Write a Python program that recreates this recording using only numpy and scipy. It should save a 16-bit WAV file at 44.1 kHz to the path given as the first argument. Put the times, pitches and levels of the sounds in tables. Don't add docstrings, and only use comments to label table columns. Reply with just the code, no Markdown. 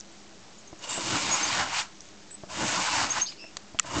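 import sys
import numpy as np
from scipy import signal
from scipy.io import wavfile
from scipy.ndimage import uniform_filter1d, map_coordinates

SR = 44100
rng = np.random.default_rng(int(sys.argv[2]) if len(sys.argv) > 2 else 0)


def elevation(decibels):
    levels = np.asarray(decibels, float)
    return 10 ** (levels / 20)


def generate_wav(signal):
    frames = np.transpose(np.atleast_2d(signal))
    scaled = np.clip(frames, -1, 1) * 32767
    pcm = np.round(scaled).astype(np.int16)
    wavfile.write(sys.argv[1], SR, pcm)


N = 176400
T = np.arange(N) / SR

# (time [s], pressure [dB], edge brightness [dB],
# drumming of the skin [dB], shaking of the frame [dB])
PULL_1_START = [
    (0.79, -58.5, -13, -15, -29),
    (0.842, -47.5, 2, 3.5, -30),
    (0.87, -47, -6.5, -21, -53),
    (0.896, -41, -2, -12, -11),
    (0.998, -39, -4.5, 3.5, -42.5),
    (1.032, -40.5, -1, -2, -8.5),
    (1.144, -33, -4, 4, -11),
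    (1.176, -30.5, -5.5, -5, -18),
    (1.2, -38, 0, 0, -11),
]
PULL_1_MIDDLE = [
    (1.2, -40, 2, -10, -14),
    (1.353, -32.5, -5, -5, -14),
    (1.374, -35, -2.5, -8.5, -28),
    (1.515, -35, -1, -6, -14.5),
    (1.612, -28.5, -7, -8, -14),
    (1.654, -38, -4.5, -4, -19.5),
    (1.681, -36.5, -6, -4, -18.5),
]
PULL_1_END = [
    (1.68, -18, -7, -8, -16),
    (1.693, -42, -0.5, -3, -13),
    (1.738, -35, -4, -31.5, -12.5),
    (1.754, -37.5, 2, -29, -20),
    (1.798, -33.5, 1, -19, -23),
    (1.92, -67.5, -8, -12, -9.5),
    (1.92, -63.5, -8.5, -21, -14),
]
PULL_2_START = [
    (2.47, -71, -8, 21, -4),
    (2.5, -46.5, -4, -7, -12.5),
    (2.634, -33, -6.5, 7.5, -10),
    (2.682, -35.5, -1, -5.5, -12.5),
    (2.798, -30.5, -7, -4, -25),
    (2.836, -36, 0, -13.5, -10.5),
    (2.892, -29.5, -8, -22, -39),
    (2.9, -38, 1.5, -3.5, -15),
]
PULL_2_END = [
    (2.9, -36, -2, -13, -21),
    (2.948, -32, -3, -9.5, -15.5),
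    (3.032, -28, -6.5, -10, -12),
    (3.086, -41, -3.5, 0.5, -10.5),
    (3.15, -36.5, -3.5, -20, -17),
    (3.166, -29, -11, -13.5, -18),
    (3.2, -36, -2, -6.5, -17),
    (3.256, -56, -0.5, -20.5, -10),
    (3.3, -64, 11, -14.5, -0.5),
]
PULL_3 = [
    (3.829, -64, 10.5, -12.5, -11),
    (3.848, -42, -24, -18, -40.5),
    (3.857, -47.5, -6, -4, -5.5),
    (3.983, -32.5, -8.5, 5, -5.5),
    (3.99, -34.5, -5, 6, -15.5),
]
STEEL_PULL_DB = [
    0,
    -11,
    -10,
]

# (frequency [Hz], width [Hz], level [dB]) # main rings of the
SKIN = [(795, 240, 1.5), (1045, 240, 1.5), (1309, 290, -1.5), (1915, 640, -6)]
EDGE = [(2353, 530, -5.5), (2850, 550, -7), (3663, 920, -7.5), (4400, 1000, -4), (5400, 2500, -6),
        (6620, 2400, -7), (8480, 2200, 1)]
DRUM = [(182.7, 34, -2.5), (262, 79, -6.5), (310.3, 65, 2.5), (532, 210, -0.5)]
FRAME = [(60, 37, -4.5), (79.2, 66, -2.5), (137.7, 35, -1)]
STEEL = [(2720, 90, -2), (2880, 90, 0), (3690, 80, -3), (4530, 120, -5)]
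PATCHES = [(611.7, 26, -10), (841.4, 28, 2.5), (999, 61, 4.5), (1107.6, 26, 0.5), (1355, 45, 0),
           (1492, 46, 0), (1533, 44, -2), (1694, 28, -2.5), (1845, 32, -6.5)]
SLACK = [(606, 280, 0.5), (771.5, 130, -2)]
TIGHT = [(1428, 210, 0.5), (1765, 400, -1.5)]

# (time [s], peak level [dB], brightness [dB])
TAPS = [
    (0.729, -29.5, -2.5),
    (0.978, -23.5, 13),
    (2.436, -27, 0),
    (3.442, -35, 15),
    (3.747, -28.5, -4),
    (3.847, -32.5, 2.5),
]
# (frequency [Hz], level [dB], time to fall 60 dB [s])
TAP_MODES = [(103, -19.5, 0.11), (215, -7, 0.046), (340, 6, 0.018), (513, -17, 0.007), (660, 9, 0.019),
             (940, 0.5, 0.0092), (1420, 1, 0.0017)]
# (time
# [s], peak level [dB], share of lows [dB], pitch factor)
TICKS = [(.0008, -35.5, -30, .9), (.0021, -30.5, -30, 1), (.0082, -27, -31.5, .82),
         (.1245, -37.5, -35, 1.1), (1.954, -42, -16, 0.84), (1.982, -45, -19, .98),
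         (2.006, -30.5, -25, .82), (2.0092, -35.5, -25, 1.1), (2.019, -39, -20, .95),
         (2.054, -36.5, -9, .99), (2.088, -37, -11, .9), (2.309, -42, 15.5, 1.3), (2.406, -43.5, 0, 1.1),
         (3.096, -31, -16, 1), (3.323, -34, 10, .9), (3.4405, -38, -20, 0.25), (3.8445, -36.5, -20.5, 0.14),
         (3.7852, -54, 14, 0.89), (3.7876, -40, 14.5, 0.45), (3.7888, -18.5, 20, 1.1),
         (3.7966, -1, -8.5, 1.006)]
# (frequency [Hz], level [dB], time to fall 60 dB [s])
TICK_HIGH = [(7106, 12.5, 0.0026), (5800, -10.5, 0.0051), (4380, -10.5, 0.0036)]
# (frequency [Hz], level [dB], time to fall 60 dB [s])
TICK_LOW = [(2760, 15, 0.0023), (1273, -7.5, 0.011), (1930, -18, 0.018)]
# (time [s], peak level [dB])
CRACKS = [
    (3.5708, -24),
    (3.5691, -18),
    (3.5748, -32.5),
]
# (frequency [Hz], level [dB], time to fall 60 dB [s])
CRACK_MODES = [(2370, 3, 0.005), (4600, 10.5, 0.003), (4060, -4.5, 0.0066), (6650, 2, 0.016),
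               (7010, 4.5, 0.0048), (1203, -6, 0.011)]

# (time [s], length [s], first frequency [Hz], settled frequency [Hz], level [dB])
NOTES = [
    (1.307, 0.045, 6470, 6690, -34.5),
    (1.424, 0.03, 6210, 6340, -28.5),
    (2.301, 0.033, 7250, 7795, -42),
    (2.326, .03, 7950, 8030, -39.5),
    (3.1, 0.027, 5980, 6560, -30),
    (3.208, 0.033, 5800, 6490, -30.5),
    (3.277, 0.03, 6400, 6730, -54.5),
]
BUZZES = [
    (0.785, 0.014, 5200, 7100, -50.5),
    (0.584, 0.016, 7400, 6500, -47.5),
    (0.67, 0.016, 7100, 6200, -49),
    (4.4, 0.012, 4800, 4600, -42),
    (0.91, 0.054, 2850, 2500, -44),
    (3.284, 0.0086, 3120, 3110, -39),
    (3.332, .02, 4410, 4280, -51),
]
TRILLS = [
    (0.889, 0.091, 7400, 7790, -36.5),
    (1.472, 0.025, 4400, 4850, -39),
    (3.266, 0.043, 3800, 5050, -43.5),
    (3.316, 0.015, 3315, 4140, -50),
]
STRANDS = [
    (3.254, 0.027, 3935, 5510, -40),
    (3.258, 0.019, 3366, 4600, -42),
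    (3.266, .02, 4940, 6320, -38.5),
    (3.266, 0.019, 4275, 5660, -42),
    (3.363, .07, 4224, 5930, -50.5),
    (3.363, .05, 2200, 2850, -60.5),
    (3.368, 0.058, 5130, 5740, -53),
    (3.425, .075, 5290, 5400, -54),
    (3.365, 0.058, 2910, 2710, -57),
    (3.385, 0.11, 2616, 2713, -51),
]

# (frequency [Hz], width [Hz], level [dB])
HUM = [(203.9, 6.5, -65), (312.4, 7.3, -68.5), (404.3, 8.1, -69.5)]
# (frequency [Hz], width [Hz], level [dB])
YARD = [(64.6, 54, -12.5), (123.2, 65, -11), (203, 43, -5), (320.7, 65, -3.5), (621, 400, -3),
        (1495, 1700, -6), (5940, 5900, 0)]

SLIPS_PER_S, SLIP_SPREAD_DB, JUDDER_DB, PATCHY_DB = 4500, -1, 0.5, 1
EDGE_DB, DRUM_DB, FRAME_DB, PATCHES_DB = 4.5, -2.5, 0, -9
LIFT_S, PATCH_DRIFT_S, DULLING_DB_PER_S = 0.073, 0.0012, -6.5
STEEL_DB, STEEL_FADE_DB_PER_S, STEEL_LEAST_DB = -4, -90, -20
SLACK_DB, SLACK_DB_PER_S = -0.5, -21.5
TIGHT_DB, TIGHT_DB_PER_S = -15.5, 10


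def unit(x):
    return x / np.sqrt(np.mean(x ** 2))


def band(x, hz, width):
    return signal.lfilter(*signal.iirpeak(hz, hz / width, SR), x)


def walk(rate):
    hold = int(SR / rate)
    levels = np.repeat(rng.standard_normal(N // 20), hold)[:N]
    return 1.3 * uniform_filter1d(uniform_filter1d(levels, hold), hold)


def add(out, start_s, x):
    i = int(start_s * SR)
    out[i:i + len(x)] += x[:len(out) - i]


def ring(modes, gain_db):
    t = T[:2600]
    return sum(elevation(db + gain_db - 60 * t / t60) * np.sin(2 * np.pi * hz * t) for hz, db, t60 in modes)


def body(push, peaks, patchy_db):
    total = 0
    for k, (hz, width, db) in enumerate(peaks):
        tone = unit(band(band(push, hz, width), hz, 2 * width))
        total = total + (-1) ** k * elevation(db + patchy_db * walk(22)) * tone
    return unit(total)


def slip_clicks():
    chance = rng.random((3, N))
    size = elevation(-SLIP_SPREAD_DB * np.log(chance[1]))
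    clicks = (chance[0] < SLIPS_PER_S / SR) * size * np.sign(chance[2] - 0.5)
    return clicks * elevation(JUDDER_DB * walk(90))


def scraper():
    slips = slip_clicks()
    main_skin, low_edge, hide_drum, wood, high_edge = (
        body(slips, peaks, PATCHY_DB) for peaks in (SKIN, EDGE[:5], DRUM, FRAME, EDGE[5:]))
    steel, patches = body(slips, STEEL, 4.1), body(slips, PATCHES, 5.5)
    patches = map_coordinates(patches, [(T + PATCH_DRIFT_S * walk(6)) * SR], mode="mirror")
    slack, tight = body(slips, SLACK, PATCHY_DB), body(slips, TIGHT, PATCHY_DB)
    pulls = ([*PULL_1_START, *PULL_1_MIDDLE[1:], *PULL_1_END[1:]], [*PULL_2_START, *PULL_2_END[1:]], PULL_3)
    out = np.zeros(N)
    for rows, ring_db in zip(pulls, STEEL_PULL_DB):
        times, *columns = np.array(rows).T
        press, edge, drum, frame = (np.interp(T, times, column) for column in columns)
        since = T - times[0]
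        on = (since >= 0) * np.clip(1 - (T - times[-1]) / LIFT_S, 0, 1)
        blade = low_edge + elevation(1.5 + DULLING_DB_PER_S * since) * high_edge
        steel_db = STEEL_DB + ring_db + STEEL_FADE_DB_PER_S * np.maximum(since - 0.15, 0)
        blade = blade + elevation(np.maximum(steel_db, STEEL_LEAST_DB)) * steel
        travel = np.clip(since, 0, 1)
        skin = main_skin + elevation(SLACK_DB + SLACK_DB_PER_S * travel) * slack
        skin = skin + elevation(TIGHT_DB + TIGHT_DB_PER_S * travel) * tight + elevation(PATCHES_DB) * patches
        rest = elevation(drum + DRUM_DB) * hide_drum + elevation(frame + FRAME_DB) * wood
        out += on * elevation(press) * (skin + elevation(edge + EDGE_DB) * blade + rest)
    return out


def taps():
    out, chance = np.zeros(N), rng.standard_normal((9, 5))
    for (start_s, db, bright_db), luck in zip(TAPS, chance):
        knock = ring(TAP_MODES[:3], 0) + ring(TAP_MODES[3:], bright_db)
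        blow = knock.copy()
        for k, size in enumerate(luck):
            bounce_s = 0.0048 * (k + 1 + 0.25 * size)
            add(blow, bounce_s, -0.6 * 0.51 ** k * np.sign(size + 1) * knock)
        add(out, start_s, elevation(db) * blow / np.abs(blow).max())
    return out


def ticks():
    rattle_db, rattle_s, rise_s = -16, 0.003, 0.0003
    out, chance, t = np.zeros(N), rng.standard_normal((30, 900)), T[:900]
    thin = signal.butter(2, 700, "high", fs=SR)
    for (start_s, db, low_db, pitch), noise in zip(TICKS, chance):
        high = ring(np.multiply(TICK_HIGH, [pitch, 1, 1]), 0)
        low = ring(np.multiply(TICK_LOW, [pitch, 1, 1]), low_db)
        snap = (high + low)[:len(t)] * (t / (t + rise_s)) ** 4
        rattle = band(noise, 7100 * pitch, 3800) + elevation(low_db) * band(noise, 2800, 2100)
        rattle = rattle * np.exp(-t / rattle_s) * np.minimum(t / rise_s, 1)
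        tick = snap / np.abs(snap).max() + elevation(rattle_db) * rattle
        add(out, start_s, elevation(db) * signal.lfilter(*thin, tick))
    return out


def crack():
    out, rings = np.zeros(N), ring(CRACK_MODES, 0)
    for (start_s, db), noise in zip(CRACKS, rng.standard_normal((5, len(rings)))):
        burst = band(noise, 4000, 7000) * np.exp(-T[:len(rings)] / 0.0015)
        add(out, start_s, elevation(db) * (rings / np.abs(rings).max() + elevation(-3) * burst))
    return out


def wobble(rate):
    return walk(rate) + 1j * walk(rate)


def calls(rows, grain, settle, swell_s):
    out = np.zeros(N)
    for start_s, length, first_hz, last_hz, db in rows:
        t = T - start_s
        hz = last_hz + (first_hz - last_hz) * np.exp(-np.maximum(t, 0) / (settle * length))
        env = np.clip(t / swell_s, 0, 1) * np.clip((length - t) / 0.0057, 0, 1)
        voice = (grain * np.exp(2j * np.pi * np.cumsum(hz) / SR)).real
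        out += np.sqrt(2) * elevation(db) * env * voice
    return out


def birds():
    out = calls(NOTES, 1 + 0.9 * wobble(200), settle=0.2, swell_s=0.011)
    out += calls(BUZZES, 0.23 + 0.6 * wobble(460), settle=0.4, swell_s=0.0036)
    out += calls(TRILLS, wobble(900), settle=0.4, swell_s=0.0036)
    out += calls(STRANDS, 0.4 + 0.55 * wobble(450), settle=1, swell_s=0.0036)
    trees = rng.standard_normal(6000) * np.exp(-T[:6000] / 0.025)
    return out + elevation(-9) * signal.fftconvolve(out, trees / np.linalg.norm(trees))[:N]


def hum():
    return sum(elevation(db) * unit(band(rng.standard_normal(N), hz, width)) for hz, width, db in HUM)


def yard():
    return elevation(-54) * body(rng.standard_normal(N), YARD, 0.99)


def scene():
    return (scraper() + taps() + ticks() + crack() + birds() + hum() + yard())[None]


def low_pass(x):
    return signal.sosfilt(signal.butter(12, 9120, fs=SR, output="sos"), x)


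def record(dry):
    step, bias = 1 / 128 / np.sqrt(2), 0.087
    low = signal.resample_poly(dry[0], 160, 441)
    low = step * np.floor(low / step + bias)
    kernel = signal.firwin(28 * 441 + 1, 1 / 441, window=("kaiser", 9))
    mix = signal.resample_poly(low, 441, 160, window=kernel)[None, :N]
    return low_pass(mix)


dry = scene()
out = record(dry)
generate_wav(out)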